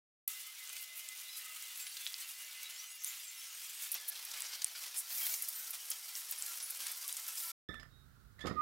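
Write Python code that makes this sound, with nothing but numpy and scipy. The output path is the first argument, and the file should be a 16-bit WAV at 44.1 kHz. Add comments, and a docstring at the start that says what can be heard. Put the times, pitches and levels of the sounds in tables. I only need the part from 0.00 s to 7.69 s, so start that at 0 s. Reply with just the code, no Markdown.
"""An airport concourse: suitcases roll through, surging evenly five times a second; then a lower,
rougher baggage-belt rattle takes over. Both are friction noise, grit and short metal rings shaken by jolts.
Behind them, over a faint hum, a dry wheel whines and others stick and slip in short squeaks.
Close by, bags scuff and buckles and hard edges click, clack and clink, washed by the wall and floor."""
import sys
import numpy as np
from scipy import signal
from scipy.fft import rfft, irfft, next_fast_len
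from scipy.io import wavfile
from scipy.ndimage import uniform_filter1d, map_coordinates

SR = 44100
rng = np.random.default_rng(int(sys.argv[2]) if len(sys.argv) > 2 else 0)


def transcribe(u):
    """Save the signal u as a 16-bit wav file named by the first command-line argument.

    u: samples, shape (n,) or (channels, n), limited to [-1, 1]; the rate is SR.
    q: integer samples, one column per channel.
    """
    v = np.clip(np.atleast_2d(u).T, -1, 1)
    q = np.round(v * 32767).astype(np.int16)
    wavfile.write(sys.argv[1], SR, q)


N = 339040
START_S, STOP_S = .277, 7.519  # the sound is heard between these times
BELT_START_S = 3.945  # here the baggage belt takes over from the rolling suitcases


def amp(db):
    """Decibels to gain."""
    return 10 ** (np.asarray(db) / 20)


def unit(x):
    """Scaled to rms 1."""
    return x / np.sqrt(np.mean(x ** 2) + 1e-20)


def steady(x):
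    """Levelled to rms 1 over a sliding eighth of a second."""
    return x / np.sqrt(np.abs(uniform_filter1d(x ** 2, SR // 8)) + 1e-12)


def seconds(length_s):
    """A time axis of this length."""
    return np.arange(max(int(length_s * SR), 8)) / SR


def eq_gain(points, hz):
    """Gain of an EQ curve drawn through (freq_hz, gain_db) points on a log axis."""
    freq_hz, gain_db = np.transpose(points)
    return amp(np.interp(np.log(hz + 1), np.log(freq_hz + 1), gain_db))


def curves(rows):
    """Automation lanes: one value per sample for each column after the time."""
    time_s, *columns = np.transpose(rows)
    return [np.interp(np.arange(N) / SR, time_s, column) for column in columns]


def wobble(rate, size=N):
    """A smooth random curve, rate knots a second."""
    knots = rng.standard_normal(int(size * rate / SR) + 4)
    return map_coordinates(knots, [np.arange(size) * rate / SR])


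def filtered(x, response):
    """x shaped by a gain that depends on frequency."""
    size = next_fast_len(len(x) + 8192)
    return irfft(rfft(x, size) * response(np.fft.rfftfreq(size, 1 / SR)), size)[:len(x)]


def add(track, start_s, sound):
    """Mix a sound into the track."""
    part = track[max(round(start_s * SR), 0):][:len(sound)]
    part += sound[:len(part)]


def bumps(times_s, half_s):
    """A smooth bump of height 1 around each of these times."""
    out, t = np.zeros(N), seconds(6 * half_s)
    for centre_s in times_s:
        add(out, centre_s - 3 * half_s, np.exp(-(t / half_s - 3) ** 2))
    return out


def band(hz, octaves, size):
    """Noise of rms 1 in a broad resonance."""
    noise = rng.standard_normal(size)
    return unit(filtered(noise, lambda f: 1 / (1 + (np.log2((f + 1) / hz) / octaves) ** 2) * f / (f + 900)))


def tone(hz, waver, rate):
    """A sine of rms 1 whose pitch (one value per sample) wanders by the share waver."""
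    wandering_hz = hz * (1 + waver * wobble(rate, size=len(hz)))
    return np.sqrt(2) * np.sin(2 * np.pi * np.cumsum(wandering_hz) / SR)


def hall(send, t60_s=.2):
    """The short diffuse answer of the nearby wall and floor."""
    t = seconds(.4)
    tail = band(6000, octaves=1.5, size=len(t)) * amp(-60 * t / t60_s)
    return signal.fftconvolve(send, tail / np.linalg.norm(tail))[:N]


def hum(pitch_hz=172):
    """A faint wavering hum lies under everything."""
    return amp(-103) * tone(np.full(N, pitch_hz), waver=.032, rate=34)


# Fader ride of the dry wheel: time_s, level_db
WHEEL_RIDE = [(.29, -62), (1.05, -60), (2.1, -66.5), (2.72, -61.5), (2.95, -65.5), (3.6, -59.5)]
# Its side tones, relative to that ride: pitch_hz, level_db
WHEEL_SIDE_TONES = [(640, -25), (1276, -17.5), (2810, -7), (2950, -8)]
# Moments when it binds and its pitch lifts: time_s
WHEEL_BINDS = [.5, .79, 1.03, 1.58]


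def dry_wheel(free_hz=2039, bind_lift_hz=52.07):
    """A dry wheel whines unsteadily, drops out for instants and fades before the belt takes over."""
    level_db, = curves(WHEEL_RIDE)
    pitch_hz = free_hz + bind_lift_hz * bumps(WHEEL_BINDS, half_s=.032)
    whine = amp(3.3 * wobble(24.05) - .5) * tone(pitch_hz, waver=.0043, rate=110)
    for side_hz, side_db in WHEEL_SIDE_TONES:
        whine += amp(side_db + 4.7 * wobble(20.83)) * tone(np.full(N, side_hz), waver=.004, rate=90)
    dropout_db = 11.5 * bumps([.57, 1.2, 1.37, 2.32], half_s=.038)
    fade = np.interp(np.arange(N) / SR, [2.9, 3.8], [1, 0])
    return fade * amp(level_db - dropout_db) * whine


def wheel_chirps(first_s, last_s, level_db, rise, count):
    """Faint wheels chirp at random; rise is their average glide as a share of the pitch."""
    out = np.zeros(N)
    for when, pitch, glide, life, softness in rng.random((count, 5)):
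        progress = np.linspace(0, 1, len(seconds(.03 + .05 * life)))
        pitch_hz = 4200 * 2.7 ** pitch * (1 + (rise + .07 * (glide - .5)) * progress)
        swell = amp(level_db - 1.2 * softness) * np.sin(np.pi * progress)
        add(out, first_s + (last_s - first_s) * when, swell * tone(pitch_hz, waver=.009, rate=210))
    return out


# Wheel and roller squeak cues: start_s, length_s, level_db, pitch_hz, glide_share
SQUEAK_CUES = [(0.65, 0.094, -61, 6240, -.006), (1.248, 0.16, -59.5, 3960, -0.00018),
               (1.288, .096, -58.5, 5170, -0.042), (1.303, 0.38, -64.5, 1284, -0.024),
               (1.79, 0.057, -57, 7440, 0.021), (1.847, .057, -53, 9800, -0.0046),
               (1.946, 0.22, -62, 3520, -.05), (2.631, .044, -52, 3780, 0.046),
               (2.757, .068, -53.5, 5150, 0.2), (2.863, 0.052, -59, 6650, 0.022),
               (2.886, .086, -58.5, 10200, .1), (2.91, 0.073, -61, 14000, .02),
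               (2.969, 0.06, -62, 6960, 0.076), (3.017, 0.067, -51, 6270, -0.023),
               (3.18, .066, -58, 11060, .085), (3.063, .031, -48, 6500, 0.18),
               (3.242, 0.066, -54, 7820, -0.087), (3.986, .16, -60.5, 1720, -.004),
               (4.413, .05, -57, 2290, -.03), (5.187, .099, -54.5, 2230, 0.03),
               (5.19, 0.081, -54, 3160, .022), (5.38, 0.073, -62, 2024, 0.0083),
               (6.38, 0.011, -41, 10100, 0), (6.474, .072, -57, 1373, -0.0019),
               (6.625, .013, -43.5, 10300, -0.0023), (6.945, 0.084, -66, 1010, 0.026),
               (7.043, .025, -60, 1130, 0.028), (7.42, 0.11, -55.5, 1348, -.004), (7.44, .1, -67, 1004, 0)]


def wheel_squeaks():
    """Wheels and rollers stick and slip in short gliding whistles: a steadier core in a rough skirt."""
    out = np.zeros(N)
    for start_s, length_s, level_db, pitch_hz, glide_share in SQUEAK_CUES:
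        progress = np.linspace(0, 1, len(seconds(length_s)))
        swell = np.sqrt(4 * progress * (1 - progress)) * amp(level_db + 3.2 * wobble(120, len(progress)))
        gliding_hz = pitch_hz * (1 + glide_share * progress)
        core = .87 * tone(gliding_hz, waver=.006, rate=200)
        skirt = .55 * tone(gliding_hz, waver=.025, rate=500)
        add(out, start_s, swell * (core + skirt))
    return out


# Bags brushing past: start_s, length_s, level_db, pitch_hz
SCUFF_CUES = [(0.804, .03, -47, 13000), (0.96, 0.033, -46.5, 12500), (1.363, 0.033, -45.5, 10900),
              (1.769, 0.019, -46, 12000), (2.199, 0.026, -49, 8950), (3.045, 0.063, -46, 12200),
              (4.078, 0.026, -36.5, 12000), (4.447, 0.029, -45.5, 5700), (4.515, 0.042, -47, 5160),
              (4.963, 0.048, -36.5, 9600), (5.09, 0.3, -40, 13800), (7.36, .15, -46.5, 13100)]


def bag_scuffs():
    """Fabric brushes a hard surface in grainy strokes."""
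    out = np.zeros(N)
    for start_s, length_s, level_db, pitch_hz in SCUFF_CUES:
        progress = np.linspace(0, 1, len(seconds(length_s)))
        stroke = np.sqrt(4 * progress * (1 - progress)) * amp(level_db + 1.1 * wobble(700, len(progress)))
        add(out, start_s, stroke * band(pitch_hz, octaves=.37, size=len(progress)))
    return out


def metal_clink(start_s, level_db, pitch_hz, t60_s):
    """One small piece of metal is grazed and rings on a single high mode."""
    out, t = np.zeros(N), seconds(.46)
    envelope = amp(level_db - 60 * t / t60_s) * (1 - np.exp(-t / .02))
    add(out, start_s, envelope * np.sin(2 * np.pi * pitch_hz * t))
    return out


def faint_ticks(count, level_db=-34.5, pitch_hz=8170):
    """Cues for lesser contacts at random times, scattered around this level and pitch."""
    when, strength, pitch = rng.random((count, 3)).T
    start_s = START_S + (STOP_S - START_S) * when
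    return list(zip(start_s, level_db + 8 * (strength - .5), pitch_hz * 2 ** (pitch - .5)))


# Small contacts of buckles and hard edges: start_s, level_db, pitch_hz
TICK_CUES = [(.675, -31, 7300), (.6937, -28.5, 8700), (1.0885, -23, 8150), (2.0659, -20, 3650),
             (2.1421, -21.5, 4930), (2.6324, -24, 14450), (3.046, -16.5, 9300), (3.9175, -16, 11200),
             (3.943, -14, 14300), (4.4056, -20, 10900), (4.421, -20, 8100), (4.619, -29.5, 5640),
             (4.645, -8.5, 9000), (6.1536, -24.5, 5550), (6.4235, -18, 7860), (6.869, -20.5, 8950),
             (7.1267, -21, 9460), (7.168, -23.5, 8800), (7.2858, -25, 13200), (7.3555, -24.5, 10150)]


def hard_ticks(ring_width_hz=830):
    """A hard contact snaps, rings for about a millisecond and leaves a weak scatter."""
    out, t = np.zeros(N), seconds(.037)
    age_s = t - .0003  # zero at the crest of the snap
    for start_s, level_db, pitch_hz in TICK_CUES + faint_ticks(count=9):
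        cycles = age_s * pitch_hz
        snap = np.exp(-(cycles / .62) ** 2)  # under two cycles long, so it is broad in pitch
        ring = np.exp(-np.pi * ring_width_hz * np.abs(age_s)) / (1 + np.exp(-np.clip(6 * cycles, -30, 30)))
        click = (.55 * snap + .64 * ring) * np.sin(2 * np.pi * cycles)
        tail = .067 * np.exp(-t / .0016) + .023 * np.exp(-t / .0061)
        scatter = tail * band(pitch_hz, octaves=.12, size=len(t))
        add(out, start_s, amp(level_db) * (click + scatter))
    # small parts radiate hardly any bass
    return signal.sosfilt(signal.butter(2, 900, "high", fs=SR, output="sos"), out)


# Knocks of luggage and, later, belt slats: start_s, level_db, pitch_hz
CLACK_CUES = [(.277, -31, 12800), (.697, -49, 1800), (.765, -44.5, 3000), (1.866, -42, 3500),
              (1.969, -41, 3950), (2.072, -40, 3780), (3.037, -41, 13000), (3.92, -33.5, 11500),
              (3.95, -44.5, 6250), (4.157, -44, 3250), (4.2498, -41, 11000), (4.314, -41.5, 5900),
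              (4.6184, -37.5, 5030), (4.837, -42.5, 2800), (5.231, -35, 13000), (5.265, -32, 12100),
              (5.266, -41, 2700), (5.4218, -32.5, 11700), (5.486, -32.5, 12000), (5.706, -35.5, 12100),
              (5.902, -32, 11560), (5.915, -37, 5960), (6.3106, -31.5, 13200), (6.322, -38, 7700),
              (6.462, -39, 10800), (6.601, -45, 5430), (6.704, -35.5, 12100), (6.771, -42.5, 9500),
              (6.9157, -37, 11500), (7.0783, -38, 10400), (7.098, -49, 9900), (7.168, -38.5, 7900),
              (7.279, -37.5, 12830), (7.502, -45, 4560)]


def clacks(rise_s=.00031, t60_s=.053):
    """Hard parts knock and chatter: a sharp first touch, then a dense burst that dies quickly."""
    out, t = np.zeros(N), seconds(.25)
    touch = (1 - np.exp(-t / rise_s)) * (1 + .5 * np.exp(-t / .0044))
    for start_s, level_db, pitch_hz in CLACK_CUES:
        chatter = amp(level_db - 60 * t / t60_s + .81 * wobble(510, size=len(t)))
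        octaves = .49 * (10000 / pitch_hz) ** .6  # lower knocks are broader
        add(out, start_s, touch * chatter * band(pitch_hz, octaves, size=len(t)))
    return out


# Ringing modes of metal plates, relative to what excites them: pitch_hz, width_hz, level_db
PLATE_MODES = [(554, 10, 6), (1004, 30, -3), (1357, 20, 0), (1710, 30, -1), (2050, 40, 0), (2272, 30, -1),
               (3128, 40, -1), (4856, 30, 1), (5620, 120, -1), (9324, 25, 4)]


def plate_gain(hz):
    """Metal plates ring, adding narrow peaks to a flat response."""
    peaks = sum(amp(level_db) ** 2 / (1 + (2 * (hz - pitch_hz) / width_hz) ** 2)
                for pitch_hz, width_hz, level_db in PLATE_MODES)
    return np.sqrt(1 + peaks)


def grains(low_hz, high_hz, cycles, spread_db, count, size):
    """Many tiny contacts at random times, each a damped sine of its own pitch and strength."""
    when, pitch, strength = rng.random((count, 3)).T[:, :, None]
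    hz, t = low_hz * (high_hz / low_hz) ** pitch, np.arange(size) / SR
    gain = amp(-spread_db * np.log(strength + .009))
    rings = gain * np.sin(2 * np.pi * hz * t) * np.exp(-hz * t / cycles)
    positions = (when * N).astype(int) + np.arange(size)
    return unit(np.bincount(positions.ravel(), rings.ravel(), N + size)[:N])


def jolts(decay_s, count):
    """Random jerks: each starts at once and dies away."""
    kicks = np.bincount(rng.integers(0, N, count), rng.random(count), N)
    swell = signal.lfilter([1], [1, -np.exp(-1 / (decay_s * SR))], kicks)
    return unit(swell - swell.mean())


# Slow fader ride of the suitcases, then the belt: time_s, rattle_db, hiss_db
ROLLING_RIDE = [(.3, -53, -44.5), (.55, -57, -55.5), (.7, -53.5, -51), (.88, -56.5, -53.5),
                (1.15, -54.5, -51), (2.26, -53.5, -50), (2.33, -55.5, -51.5), (2.72, -52.5, -51.5),
                (2.97, -58.5, -56), (3.36, -55.5, -53), (3.74, -53.5, -48.5), (4.03, -53, -52),
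                (4.45, -51, -50.5), (4.68, -54, -52.5), (5.5, -54, -45), (5.82, -55, -49),
                (6.43, -54, -48.3), (7.49, -53.5, -46.5)]
# The belt's slats lurch and rattle harder: start_s, lift_db
LURCH_CUES = [(3.945, 11), (4.152, 2), (4.335, 5.5), (4.44, 4.5), (4.528, 6), (4.615, 3), (4.75, 6.5),
              (4.815, 4), (4.857, 5.5), (4.942, 5.5), (5.102, 7.5), (5.181, 1), (5.62, 3), (5.73, 7.5),
              (5.908, 6.5), (6.08, 4), (6.16, 3.5), (6.32, 6.5), (6.6, 4), (6.79, 4), (7.085, 4),
              (7.18, 3.5), (7.28, 5.5)]
# A heavy load drags and the sound swells: start_s, length_s, rattle_lift_db, hiss_lift_db
DRAG_CUES = [(2.193, 0.065, 2.5, 1.5), (3.027, 0.19, 6.5, 7.5), (3.779, 0.094, 2.5, 5),
             (4.792, 0.068, 1.5, 5), (5.115, 0.29, 5.5, 6), (6.145, 0.076, 0, 5.5), (6.37, 0.21, 2.5, 4),
             (6.796, .15, 6, 4), (7.34, .14, 1.5, 3.5)]


def rolling_levels(surge_every_s=.2034, lurch_rise_s=.002, lurch_fall_s=.031):
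    """Rattle and hiss in dB: a slow drift, lifted by surges, lurches and drags."""
    t, levels_db = np.arange(N) / SR, np.array(curves(ROLLING_RIDE))
    # the rolling suitcases surge evenly, five times a second
    surges = bumps(np.arange(.589, BELT_START_S, surge_every_s), half_s=.03)
    levels_db += np.outer([1.6, 3.5], surges)
    age_s, lurch_db = seconds(.2), np.zeros(N)
    lurch = np.minimum(age_s / lurch_rise_s, 1) * np.exp(-(age_s / lurch_fall_s) ** 2)
    for start_s, lift_db in LURCH_CUES:
        add(lurch_db, start_s, lift_db * lurch)
    levels_db += np.outer([1, .61], lurch_db)  # the hiss takes only part of the lift
    for start_s, length_s, *lifts_db in DRAG_CUES:
        progress = np.clip((t - start_s) / length_s, 0, 1)
        levels_db += np.outer(lifts_db, 4 * progress * (1 - progress))
    return levels_db


# Tone colour of the rolling suitcases: freq_hz, gain_db
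SUITCASE_EQ = [(15, -74), (25, -42), (113, -43), (378, -30), (598, -27.5), (648, -24), (945, -16.5),
               (1270, -13.5), (1900, -10.5), (2060, -9.5), (2230, -6.5), (3000, -5.5), (4620, -6.5),
               (12500, -6.5), (15500, -8)]
# Fuller colour of the baggage belt: freq_hz, gain_db
BELT_EQ = [(15, -77.5), (25, -39), (64, -66), (240, -31.5), (537, -18.5), (598, -21.5), (684, -13.5),
           (1340, -9.5), (1800, -9.5), (2060, -7), (3630, -5), (5580, -2.5), (6730, -4.5), (12500, -3.5),
           (15500, -6.5)]


def suitcases_then_belt(crossover_hz=6000):
    """Suitcases roll, then belt slats rattle: friction, grit and metal rings, shaken by the same jolts."""
    rattle_db, hiss_db = rolling_levels()
    belt_share = np.clip((np.arange(N) / SR - BELT_START_S) / .0044, 0, 1)
    shake = jolts(decay_s=.0054, count=1100)
    friction = rng.standard_normal(N)
    grit = grains(3000, 15000, cycles=4.4, spread_db=3, count=2000, size=128)
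    rings = grains(1250, 14000, cycles=115, spread_db=2.1, count=1600, size=3000)
    rings = unit(filtered(rings, lambda f: f / (f + 2500)))
    contact = friction + .18 * grit + .32 * rings
    suitcases = unit(filtered(contact, lambda f: eq_gain(SUITCASE_EQ, f)))
    belt = unit(filtered(contact, lambda f: eq_gain(BELT_EQ, f) * plate_gain(f)))
    rolling = (1 - belt_share) * suitcases + belt_share * belt
    body = filtered(rolling, lambda f: 1 / (1 + (f / crossover_hz) ** 8))
    rattle = steady(body) * amp(rattle_db + (.62 + .48 * belt_share) * shake)
    hiss = steady(rolling - body) * amp(hiss_db + 1.74 * shake + .9 * wobble(60))
    return rattle + hiss


def scene():
    """Suitcases, belt and close contacts, alike in both channels; the squeaks are farther off and wetter."""
    close = hard_ticks()
    close += filtered(clacks() + bag_scuffs(), lambda f: plate_gain(f) * f / (f + 200))
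    close += metal_clink(5.545, level_db=-36.5, pitch_hz=12070, t60_s=.38)
    wheels = wheel_squeaks()
    wheels += wheel_chirps(.3, 2.6, level_db=-61, rise=-.0089, count=22)
    wheels += wheel_chirps(2.65, 3.75, level_db=-58, rise=.03, count=38)
    direct = suitcases_then_belt() + dry_wheel() + hum() + close + .68 * wheels
    mono = direct + hall(amp(-33) * close + amp(-4) * wheels)
    return np.array([mono, mono])


def record(dry):
    """The microphone sheds its bass over a faint rumble, runs from START_S to STOP_S and is band-limited."""
    t, bass_hz, top_hz = np.arange(N) / SR, 130, 15900
    thin = signal.sosfilt(signal.butter(2, bass_hz, "high", fs=SR, output="sos"), dry)
    rumble = amp(-108) * unit(filtered(rng.standard_normal(N), lambda f: 1 / (1 + (f / 50) ** 4)))
    gate = np.clip((t - START_S) / .001, 0, 1) * np.clip((STOP_S - t) / .003, 0, 1)
    gated = (thin + rumble) * gate
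    return np.array([filtered(channel, lambda f: 1 / (1 + (f / top_hz) ** 160)) for channel in gated])


dry = scene()
out = record(dry)
transcribe(out)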